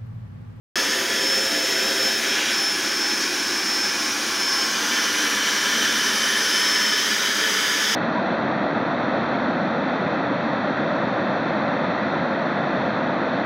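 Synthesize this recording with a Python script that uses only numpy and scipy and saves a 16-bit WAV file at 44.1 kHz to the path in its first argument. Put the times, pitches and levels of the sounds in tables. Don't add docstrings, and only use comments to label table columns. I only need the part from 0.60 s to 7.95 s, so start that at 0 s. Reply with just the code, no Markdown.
import sys
import numpy as np
from scipy import signal
from scipy.fft import rfft, irfft
from scipy.io import wavfile

SR = 44100
rng = np.random.default_rng(int(sys.argv[2]) if len(sys.argv) > 2 else 0)


def master_out(mix):
    frames = np.transpose(np.atleast_2d(mix))
    ceiling = np.clip(frames, -1, 1)
    pcm = np.round(ceiling * 32767).astype(np.int16)
    wavfile.write(sys.argv[1], SR, pcm)


N = 324135

# time_s, behind_share, front_share
WALK_PATH = [(0.16, 0, 0.45), (0.45, 0.1, 0.08), (1.5, .12, 0), (2.15, 0.9, 0.06), (3.5, 0.96, 0),
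             (4, 0.78, 0.15), (4.3, 0.38, 0.48), (4.6, 0.28, 0.73), (5.35, 0.1, 0.83), (7.35, 0.07, 0.84)]
# freq_hz, density_db
ROAR_SPECTRUM = [(25, -92), (45, -100), (100, -76.5), (160, -74), (210, -61.5), (450, -64.5), (700, -67.5),
                 (1400, -62.5), (2700, -66), (4200, -65), (6500, -66), (7700, -73), (11500, -74),
                 (15500, -78.5)]
# freq_hz, gain_db
MATTRESS_SHADE = [(100, 0), (400, -5), (1000, -3), (3000, 0.5), (6000, -1.44), (12000, -3), (15500, -3)]
# centre_hz, width_hz, beside_db, behind_db, front_db
ROAR_RESONANCES = [(214, 31, 0.5, 2.6, 6), (294.8, 26.3, 5.5, 14, 11.5), (342, 44, -1, 5.5, -7.5),
                   (372, 59, 1.5, 9.5, 0), (397, 73, 10, -5, 6.5), (450, 50, -2, 3, 4.5),
                   (528, 48, 7.5, -1.5, 3.5), (700, 260, 4, -1, 1), (858, 190, 4.5, 9.5, 2),
                   (986, 70, 2.5, -1.5, 4.5), (1090, 65, -8.5, 7.5, -0.2), (1490, 140, 1.5, 4.5, 5),
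                   (1657, 160, 3.5, 7, 1.5), (1782, 200, 3.5, -3.5, 9.5), (2220, 350, 0, 2.5, 9.5),
                   (2475, 300, 8.5, 4.5, -1), (3075, 150, 9, 1, 10.5), (3380, 250, 2, 3, 6.5),
                   (3565, 220, -2, -6.5, 6), (3810, 160, 1.3, -0.5, 6.5), (4690, 220, 6, 3.5, -3.5),
                   (4980, 180, 3, 3, 12.5), (5580, 240, 2, 7.5, 10.5), (6044, 270, 4.5, 8.5, 6.5),
                   (6500, 420, 5, 3, 3.5), (12170, 1200, -4.5, -6, -4.5), (13500, 600, 2, 0, 2)]
# peak_s, half_length_s, centre_hz, width_hz, gain_db
ROAR_SWELLS = [(1.822, 0.17, 2870, 2100, 5), (1.45, .3, 13800, 1500, 2), (2.697, 0.69, 383, 70, 7.5),
               (4, 0.42, 1040, 110, 7), (4.6, 0.22, 118, 40, 2), (4.85, 0.86, 1640, 330, 3.5),
               (5.28, 0.19, 110, 170, 5.5), (6.3, 0.59, 470, 110, 1)]
# start_s, end_s, partial_number, level_db
WHINE_LOBES = [(-0.21, 0.554, 1, -30.5), (0.47, 1.02, 1, -24.4), (0.77, 1.63, 1, -27),
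               (1.34, 1.633, 1, -25.0), (1.648, 1.79, 1, -28.5), (1.877, 2.197, 1, -23.5),
               (2.16, 2.74, 1, -27), (2.57, 3.37, 1, -30.5), (3.01, 3.366, 1, -26), (3.334, 3.54, 1, -30.5),
               (3.707, 4.155, 1, -24.6), (4.28, 4.58, 1, -32), (4.72, 5.8, 1, -36), (5.68, 6.59, 1, -26.0),
               (7.06, 7.61, 1, -35), (0.17, 0.52, 2, -46.3), (0.74, 0.89, 2, -47.2), (1.27, 1.91, 2, -49.1),
               (1.71, 2.45, 2, -45), (2.52, 3.25, 2, -49), (3.3, 4.17, 2, -45.5), (4.35, 4.83, 2, -43.4),
               (5.24, 5.94, 2, -43.0), (5.6, 6.27, 2, -40.5)]
# multiple, beside_db, behind_db, front_db
SHAFT_ORDERS = [(2, -44, -53.5, -60), (3, -48.5, -49, -45.5), (4, -47, -59, -43), (6, -43, -46, -52)]
# pitch_hz, width_hz, beside_db, behind_db, front_db
HOUSING_MODES = [(540, 8, -47, -51.5, -50), (843, 29, -58, -47, -49.5), (1362, 17, -57, -46.5, -45.5),
                 (1718, 6.2, -37, -52, -34), (2240, 14, -67, -49, -44)]

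CUT_IN_S, TOP_HZ = .1566, 15750
ROAR_TRIM_DB = -1.37
FLOOR_MS, WALL_MS = (.56, .57, .73), (1.89, 1.66, 1.72)
FLOOR_GAIN, WALL_GAIN, SCATTER_HZ = .25, .13, 12000
RETREAT_FROM_S, RETREAT_SHARE_PER_S = 4.7, .05
SHAFT_HZ, SAG_FROM_S, SAG_HZ_PER_S = 331.25, 4.1, .19
WHINE_DB, OCTAVE_DB = -42, -57
MAINS_HZ, MAINS_DB = 60, -66.5


def undb(db):
    return 10 ** (np.asarray(db) / 20)


def spectrum(table, hz):
    points_hz, points_db = np.transpose(table)
    return np.interp(np.log(hz + 1), np.log(points_hz), points_db)[:, None]


def bell(hz, centre_hz, width_hz):
    return 1 / (1 + (2 * (hz[:, None] - centre_hz) / width_hz) ** 2)


def wander(corner_hz):
    hz = np.arange(N // 2 + 1) * SR / N
    drift = irfft(rfft(rng.standard_normal(N)) / (1 + (hz / corner_hz) ** 2), N)
    return drift / drift.std()


def stance(t):
    time_s, *columns = np.transpose(WALK_PATH)
    behind, front = np.clip([np.interp(t, time_s, column) for column in columns], 0, 1)
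    return np.array([1 - behind - front, behind, front])


def room(source, t60_s, wet_db, low_hz, high_hz, spots):
    age_s = np.arange(SR // 2) / SR
    place = np.linspace(0, spots - 1, N)
    band = signal.butter(1, [low_hz, high_hz], "band", fs=SR, output="sos")
    out = source
    for spot in range(spots):
        tail = rng.standard_normal(len(age_s)) * undb(-60 * age_s / t60_s)
        tail = signal.sosfilt(band, tail / np.linalg.norm(tail))
        nearness = np.sqrt(np.clip(1 - abs(place - spot), 0, 1))
        out = out + undb(wet_db) * signal.fftconvolve(source, tail)[:N] * nearness
    return out


def reflections(hz, t):
    retreat = 1 - RETREAT_SHARE_PER_S * np.maximum(t - RETREAT_FROM_S, 0)
    floor_ms, wall_ms = np.array([FLOOR_MS, WALL_MS]) @ stance(t) * retreat
    turn_per_ms = -2j * np.pi * hz[:, None] / 1000
    floor = FLOOR_GAIN * np.exp(turn_per_ms * floor_ms)
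    wall = WALL_GAIN * np.exp(turn_per_ms * wall_ms)
    mirrored = 1 / (1 + (hz[:, None] / SCATTER_HZ) ** 4)
    return 1 + mirrored * (floor + wall)


def airflow(t):
    flutter_db = 0.38 * wander(13)
    rush = rng.standard_normal(N) * undb(flutter_db)
    rush = room(rush, t60_s=0.34, wet_db=-4, low_hz=565, high_hz=5800, spots=6)
    framing = dict(fs=SR, nperseg=4096, noverlap=3072)
    hz, frame_s, frames = signal.stft(rush, **framing)
    shares = stance(frame_s)
    shade_db = spectrum(MATTRESS_SHADE, hz) * shares[1]
    db = ROAR_TRIM_DB + spectrum(ROAR_SPECTRUM, hz) + shade_db
    for centre_hz, width_hz, *place_db in ROAR_RESONANCES:
        db += bell(hz, centre_hz, width_hz) * (place_db @ shares)
    for peak_s, half_length_s, centre_hz, width_hz, gain_db in ROAR_SWELLS:
        swell = np.exp(-((frame_s - peak_s) / half_length_s) ** 2)
        db += gain_db * bell(hz, centre_hz, width_hz) * swell
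    frames = frames * undb(db) * reflections(hz, frame_s) * np.sqrt(SR / 2)
    _, roar = signal.istft(frames, **framing)
    return roar[:N]


def standing_wave(t, steady_db, partial):
    power = undb(steady_db) ** 2
    for start_s, end_s, partial_number, level_db in WHINE_LOBES:
        if round(partial_number) == partial:
            arch = np.sin(np.pi * np.clip((t - start_s) / (end_s - start_s), 0, 1))
            power = power + (undb(level_db) * arch) ** 2
    return np.sqrt(power)


def impeller(t):
    sag_hz = SAG_HZ_PER_S * np.maximum(t - SAG_FROM_S, 0)
    shaft_hz = (SHAFT_HZ - sag_hz) * (1 + 0.00021 * wander(12))
    shaft_rad = 2 * np.pi * np.cumsum(shaft_hz) / SR
    blade_rad = 16 * shaft_rad
    out = standing_wave(t, WHINE_DB, partial=1) * undb(0.89 * wander(25.3)) * np.sin(blade_rad)
    out += standing_wave(t, OCTAVE_DB, partial=2) * undb(2.4 * wander(25)) * np.sin(2 * blade_rad)
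    shares = stance(t)
    for multiple, *place_db in SHAFT_ORDERS:
        waver_db = 2.2 * wander(5)
        jitter_rad = .5 * wander(3.3)
        out += undb(place_db @ shares + waver_db) * np.sin(round(multiple) * shaft_rad + jitter_rad)
    return np.sqrt(2) * out


def housing(t):
    out = np.zeros(N)
    shares = stance(t)
    for pitch_hz, width_hz, *place_db in HOUSING_MODES:
        phase_rad = 2 * np.pi * pitch_hz * t
        ring = wander(width_hz / 2) * np.sin(phase_rad) + wander(width_hz / 2) * np.cos(phase_rad)
        out += undb(place_db @ shares) * ring
    return out


def motor_hum(t):
    return undb(MAINS_DB) * np.sqrt(2) * np.sin(2 * np.pi * MAINS_HZ * t)


def scene():
    t = np.arange(N) / SR
    pump = (airflow(t) + impeller(t) + housing(t) + motor_hum(t)) * (t >= CUT_IN_S)
    return np.array([pump, pump])


def record(dry):
    lowpass = signal.ellip(12, .1, 80, TOP_HZ, fs=SR, output="sos")
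    return signal.sosfilt(lowpass, dry)


dry = scene()
out = record(dry)
master_out(out)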